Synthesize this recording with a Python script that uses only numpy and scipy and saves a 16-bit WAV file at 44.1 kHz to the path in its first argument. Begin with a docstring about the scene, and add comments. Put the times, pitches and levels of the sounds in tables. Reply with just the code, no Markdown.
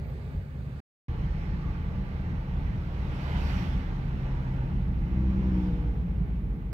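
"""A low road rumble, heard inside a small car creeping over a forecourt in town.
After a short silence the car follows a bus down an avenue: the road shakes the body, the engine hums
underneath, paving joints thump and tyre roar comes in from the driver's side.
Oncoming cars swish past; the last swell brings an exhaust drone that sinks in pitch as it goes by."""
import sys
import numpy as np
from scipy import signal
from scipy.fft import rfft, irfft, next_fast_len
from scipy.io import wavfile
from scipy.ndimage import uniform_filter1d, map_coordinates

SR = 44100
rng = np.random.default_rng(int(sys.argv[2]) if len(sys.argv) > 2 else 0)


def unload_audio(sound):
    """Save the sound as a 16-bit wav file, at the path given as the first command line argument."""
    columns = np.transpose(np.atleast_2d(sound))
    # keep every value between -1 and 1, then stretch to whole-number steps
    steps = np.round(np.clip(columns, -1, 1) * 32767)
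    wavfile.write(sys.argv[1], SR, steps.astype(np.int16))


N = 296793
TIME = np.arange(N) / SR
SILENCE_S = (.803, 1.083)  # start and end of the gap between forecourt and avenue


def avenue():
    """Asphalt shakes the cabin and the tyres roar; as the car slows, the roar loses its treble first."""
    # fader moves: time_s, rumble_db, roar_db (before its trim)
    faders = [(1.08, -32, -50), (1.4, -31, -48), (1.7, -30.5, -49), (2.0, -32, -50), (2.6, -32.5, -50.5),
              (3.0, -32, -49.5), (3.5, -29.5, -45.5), (3.9, -30, -49), (4.4, -32, -50), (4.9, -30.5, -53),
              (5.4, -29.5, -51), (6.0, -30, -54.5), (6.73, -32, -57)]
    # colour of the road rumble: freq_hz, gain_db
    rumble_eq = [(24, -40.5), (33, -11.5), (44, 2), (55, 2.5), (75, -2), (95, -4.5), (115, -5.5),
                 (135, -5.5), (165, -3), (192, -4.5), (215, -14), (260, -21.5), (400, -46), (900, -120)]
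    # colour of the tyre roar: freq_hz, gain_db
    roar_eq = [(150, -11), (280, -1), (400, -6), (520, -7.5), (680, -10.5), (860, -8), (1030, -12),
               (1400, -12.5), (2200, -16), (3100, -24), (4000, -28), (5600, -36), (7500, -45.5),
               (12000, -64)]
    rumble_db, roar_db = curves(faders)
    surface = wobble(9)
    rumble = amp(rumble_db + .3 * surface) * cabin_noise(rumble_eq, patchy_db=1.14, lag_ms=.6)
    roar = cabin_noise(roar_eq, patchy_db=1.08, lag_ms=.31)
    lows = filtered(roar, lambda hz: 1 / (1 + (hz / 520) ** 4))
    fizz = roar - filtered(roar, lambda hz: 1 / (1 + (hz / 3600) ** 6))
    mids = roar - lows - fizz
    slowing_db = roar_db - roar_db.max()
    tyres = lows * amp(-.6 * slowing_db) + mids + fizz * amp(2 + .55 * slowing_db)
    return rumble + amp(roar_db + 3 + .5 * surface) * tyres


def traffic():
    """Oncoming tyres swell and their tread ring sinks in pitch; the treble opens up alongside."""
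    # pass-bys: nearest_s, level_db, half_length_s, spray_offset_db, tread_offset_db
    passes = [(3.38, -45.5, .19, -5, -3.5), (3.56, -48, .12, 2.5, -11), (4.48, -52.5, .26, -14.5, -2.5),
              (5.64, -53, .21, -7, 0.5)]
    # body of the swish: freq_hz, gain_db
    swish_eq = [(120, -26), (260, 0), (450, 0), (700, 3), (900, -3.5), (1150, -4.5), (1450, 1), (2800, -18),
                (4500, -31.5), (9000, -39.5), (15000, -68.5)]
    # bright spray on top: freq_hz, gain_db
    spray_eq = [(600, -10), (1500, 0.5), (2900, 2), (4200, -6.5), (5600, -12), (8000, -22.5), (10500, -24),
                (13000, -21), (15500, -25)]
    swish_power, spray_power, tread = np.zeros((3, N))
    for s, db, half_length, spray_db, tread_db in passes:
        near = nearness(s, half_length)
        swish_power += (amp(db) * near ** 1.3) ** 2
        spray_power += (amp(db + spray_db) * near ** 1.44) ** 2
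        doppler = 1 - .09 * near * (TIME - s) / half_length
        tread += amp(db + tread_db) * near ** 1.8 * ring(905 * doppler, width=200)
    swish = np.sqrt(swish_power) * cabin_noise(swish_eq, patchy_db=1.5, lag_ms=.34)
    spray = np.sqrt(spray_power) * cabin_noise(spray_eq, patchy_db=2, lag_ms=.36)
    return (swish + spray + from_side(tread, lag_ms=.3)) * amp(.23 * wobble(13))


def exhaust():
    """Firing harmonics glide down as an engine goes by, each swelling as it crosses a cabin resonance."""
    # the pass-by: time_s, firing_hz, level_db
    glide = [(3.8, 66, -51), (4.4, 65.6, -39.5), (4.7, 65.3, -39), (5.0, 64.92, -34.5),
             (5.25, 64.38, -29.5), (5.42, 63.7, -29), (5.58, 61.85, -27.5), (5.72, 60.32, -32),
             (5.87, 59.78, -32.5), (6.05, 58.17, -37.5), (6.3, 58.1, -37.5), (6.73, 57.8, -39)]
    # one cabin resonance per harmonic: centre_hz, half_width_hz, gain_db, growth (dB per dB of swell)
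    resonances = [(62, 15, 1, 0), (131, 1.6, -7, -0.77), (188, 8.8, -1.5, .7), (244, 16, -16, -0.1),
                  (307.3, 12, -9.5, 0.46), (377.7, 5.4, -18, .3), (420, 15, -32, -1.3),
                  (483.3, 6, -20.5, -0.5)]
    firing_hz, db = curves(glide)
    far_db = db - db.max()
    unsteady = 1 + .005005 * wobble(22)  # no two firings are evenly spaced
    drone = np.zeros(N)
    for harmonic, (centre, width, gain_db, growth) in enumerate(resonances, 1):
        hz = harmonic * firing_hz
        level = amp(db + gain_db + growth * far_db + 1.5 * wobble(8))
        resonance = 1 / np.hypot(1, (hz - centre) / width)
        rough_tone = tone(hz * unsteady) + .06 * harmonic * ring(hz, width=40)
        drone += level * resonance * rough_tone
    # a thin whine in a band of hiss glides with it, heard only from close by
    whine = ring(88 * firing_hz, width=100) + 1.1 * ring(98 * firing_hz, width=2200)
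    return drone + from_side(amp(db - 55.5 + .6 * far_db) * whine, lag_ms=.72)


def passing_engines():
    """The earlier vehicles hum briefly in the cabin, sinking a little in pitch."""
    # low drones: peak_s, pitch_hz, level_db, half_length_s
    drones = [(3.38, 72, -28.5, 0.18), (3.608, 138.1, -40, .25), (3.596, 260, -47.5, .22),
              (4.422, 131, -40, 0.19)]
    out = np.zeros(N)
    for s, hz, db, half_length in drones:
        pitch = hz * (1 - .03 * np.tanh((TIME - s) / half_length) + .012 * wobble(16))
        out += amp(db) * swell(s, half_length) * tone(pitch)
    return out


def own_engine():
    """The car's engine turns slowly: a deep firing note and its octave."""
    # revs and levels: time_s, firing_hz, firing_db, octave_db
    revs = [(1.08, 37.5, -36.5, -39.5), (2.2, 38.14, -39, -39.5), (3.2, 37.4, -41, -37.5),
            (3.9, 36.08, -37, -47), (5.1, 34.74, -38, -43), (5.7, 41.37, -39.5, -44.5),
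            (6.2, 43.57, -40, -52), (6.73, 43.76, -36, -48.5)]
    firing_hz, firing_db, octave_db = curves(revs)
    firing = amp(firing_db + .6 * wobble(3.7)) * tone(firing_hz)
    octave = amp(octave_db + wobble(7.9)) * tone(2 * firing_hz)
    return firing + octave


def forecourt():
    """At walking pace the body booms lightly and the street is a dull wash."""
    # fader moves: time_s, rumble_db, roar_db (before its trim)
    faders = [(0, -34, -57), (.2, -35.5, -55.5), (.35, -35, -56.5), (.48, -38, -60), (.65, -35, -57.5),
              (.8, -37.5, -56.5)]
    # colour of the body boom: freq_hz, gain_db
    rumble_eq = [(20, -31), (35, -16.5), (50, -1), (82, 2), (110, -5.5), (143, 0.5), (160, -5), (210, -12),
                 (260, -15.5), (400, -54), (900, -120)]
    # colour of the wash: freq_hz, gain_db
    roar_eq = [(150, -11), (300, -4.5), (400, 2), (520, -0.5), (750, -8), (1100, -12.5), (1500, -12),
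               (2200, -14.5), (3200, -24), (4700, -26), (5300, -36), (9000, -36), (15000, -72)]
    rumble_db, roar_db = curves(faders)
    rumble = amp(rumble_db) * cabin_noise(rumble_eq, patchy_db=.06, lag_ms=.37)
    return rumble + amp(roar_db + 6) * cabin_noise(roar_eq, patchy_db=1, lag_ms=.29)


def bumps():
    """Each soft blow through the suspension rings the body's low modes."""
    # wheels dropping over paving joints: start_s, level_db
    joints = [(.348, -20), (0.743, -32), (1.165, -28), (1.635, -27)]
    # body modes: pitch_hz, gain_db, t60_s
    modes = [(54.6, -3, .3), (84.2, 1, .18), (145.8, -2.5, 0.11), (179, -9, .07)]
    attack_s = .0081
    out = np.zeros(N)
    for s, db in joints:
        t = np.maximum(TIME - s, 0)
        thump = sum(amp(gain_db - 60 * t / t60) * np.sin(2 * np.pi * hz * t) for hz, gain_db, t60 in modes)
        out += amp(db) * thump * (1 - np.exp(-t / attack_s))
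    return out


def squeaks():
    """Rubbing trim and brakes sing briefly, each in one narrow, unsteady band."""
    # rubs: peak_s, pitch_hz, level_db, half_length_s
    rubs = [(.075, 12040, -75, .05), (.34, 12020, -81, .1), (1.66, 1175, -53, .05)]
    return sum(amp(db) * swell(s, half_length) * ring(hz, width=150) for s, hz, db, half_length in rubs)


def cabin_noise(eq, patchy_db, lag_ms):
    """Patchy stereo noise of rms 1, coloured by the cabin: centred in the bass, wide in the treble."""
    # stereo image: freq_hz, left_right_correlation
    likeness = [(60, 0.95), (170, 0.99), (300, .82), (600, 0.71), (1200, 0.46), (3000, 0.43), (6000, 0.39),
                (12000, .1)]
    grains = signal.stft(rng.standard_normal((2, N)), nperseg=512)[2]
    patches = uniform_filter1d(rng.standard_normal(grains.shape[1:]), size=6, axis=0)  # across pitch
    patches = uniform_filter1d(patches, size=12, axis=1)  # across time
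    noise = signal.istft(grains * amp(patchy_db * unit(patches)), nperseg=512)[1][:, :N]

    def colour(hz):
        spread = np.arccos(np.clip(along(likeness, hz), -1, 1)) / 2
        return cabin_gain(hz) * amp(along(eq, hz)) * [np.cos(spread), np.sin(spread)]

    mid, side = filtered(noise, colour)
    return unit(from_side(np.array([mid + side, mid - side]), lag_ms))


def cabin_gain(hz):
    """A few panel resonances stand over the fine ripple of the cabin's dense air modes."""
    # glass and trim resonances: centre_hz, half_width_hz, gain_db
    panels = [(345, 14, 3.5), (856, 57, 4.5), (1165, 63, 5), (1510, 88, 0.5), (2040, 110, 1), (2485, 48, 1),
              (2930, 62, 1), (5500, 350, 2)]
    panels_db = sum(db / (1 + ((hz - centre) / width) ** 2) for centre, width, db in panels)
    knots = np.linspace(0, SR / 2, 1200)
    ripple = np.interp(hz, knots, rng.standard_normal(len(knots))) * np.clip(hz / 1500, 0, 1)
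    return amp(panels_db + 1.7 * ripple)


def from_side(sound, lag_ms):
    """Sound from the side is louder and earlier on the right; the bass fills the cabin evenly."""
    # balance: freq_hz, left_minus_right_db
    balance = [(60, -1), (200, 0.2), (700, 0), (1300, -3), (2400, -9), (4400, -8), (8000, -6.5),
               (15000, -0.5)]
    half = np.array([[.5], [-.5]])

    def pan(hz):
        delay_s = lag_ms / 1000 * hz ** 2 / (hz ** 2 + 420 ** 2)
        return amp(half * along(balance, hz)) * np.exp(-2j * np.pi * hz * half * delay_s)

    return filtered(sound, pan)


def nearness(s, half_length):
    """1 / distance on a straight path, 1 at time s; once behind, the car's body shields the vehicle."""
    way = (TIME - s) / half_length
    return amp(-2.5 * np.tanh(np.maximum(way, 0) / 2) ** 2) / np.hypot(1, way)


def swell(s, half_length):
    """A brief bell-shaped envelope, 1 at time s."""
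    return np.exp(-((TIME - s) / half_length) ** 2)


def tone(hz):
    """A sine of rms 1 that follows a pitch curve."""
    return np.sqrt(2) * np.sin(2 * np.pi * np.cumsum(hz) / SR + rng.uniform(0, 2 * np.pi))


def ring(hz, width):
    """A noise band of rms 1, about width Hz wide, around a steady or moving centre."""
    phase = 2 * np.pi * np.cumsum(hz * np.ones(N)) / SR
    return unit(wobble(width) * np.cos(phase) + wobble(width) * np.sin(phase))


def wobble(rate):
    """A smooth random curve, rate knots a second."""
    return map_coordinates(rng.standard_normal(int(N * rate / SR) + 4), [TIME * rate])


def filtered(x, response):
    """Filter x by a complex response of frequency."""
    size = next_fast_len(N + SR // 2)
    return irfft(rfft(x, size) * response(np.fft.rfftfreq(size, 1 / SR)), size)[..., :N]


def curves(rows):
    """One automation curve for each column after the time."""
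    times, *columns = np.transpose(rows)
    return [np.interp(TIME, times, column) for column in columns]


def along(points, hz):
    """Read (freq_hz, value) points on a log frequency axis."""
    freqs, values = np.transpose(points)
    return np.interp(np.log(hz + 1), np.log(freqs + 1), values)


def amp(db):
    """Decibels to gain."""
    return 10 ** (np.asarray(db) / 20)


def unit(x):
    """Scale to rms 1."""
    return x / np.sqrt(np.mean(x ** 2) + 1e-20)


def scene():
    """The forecourt, then the avenue with its traffic."""
    driving = avenue() + own_engine() + traffic() + passing_engines() + exhaust()
    return np.where(TIME < np.mean(SILENCE_S), forecourt(), driving) + bumps() + squeaks()


def record(dry):
    """Add faint hiss, mute the gap between the two places and cut the very top."""
    # colour of the hiss: freq_hz, gain_db
    hiss_eq = [(2000, -5), (9000, -4.5), (11000, -3.5), (12500, -.5), (15500, 0)]
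    hiss_db, top_hz = -74, 15750
    hiss = amp(hiss_db) * unit(filtered(rng.standard_normal((2, N)), lambda hz: amp(along(hiss_eq, hz))))
    audible = (TIME < SILENCE_S[0]) | (TIME > SILENCE_S[1])
    gate = uniform_filter1d(audible.astype(float), size=64)
    return filtered((dry + hiss) * gate, lambda hz: hz < top_hz)


dry = scene()
out = record(dry)
unload_audio(out)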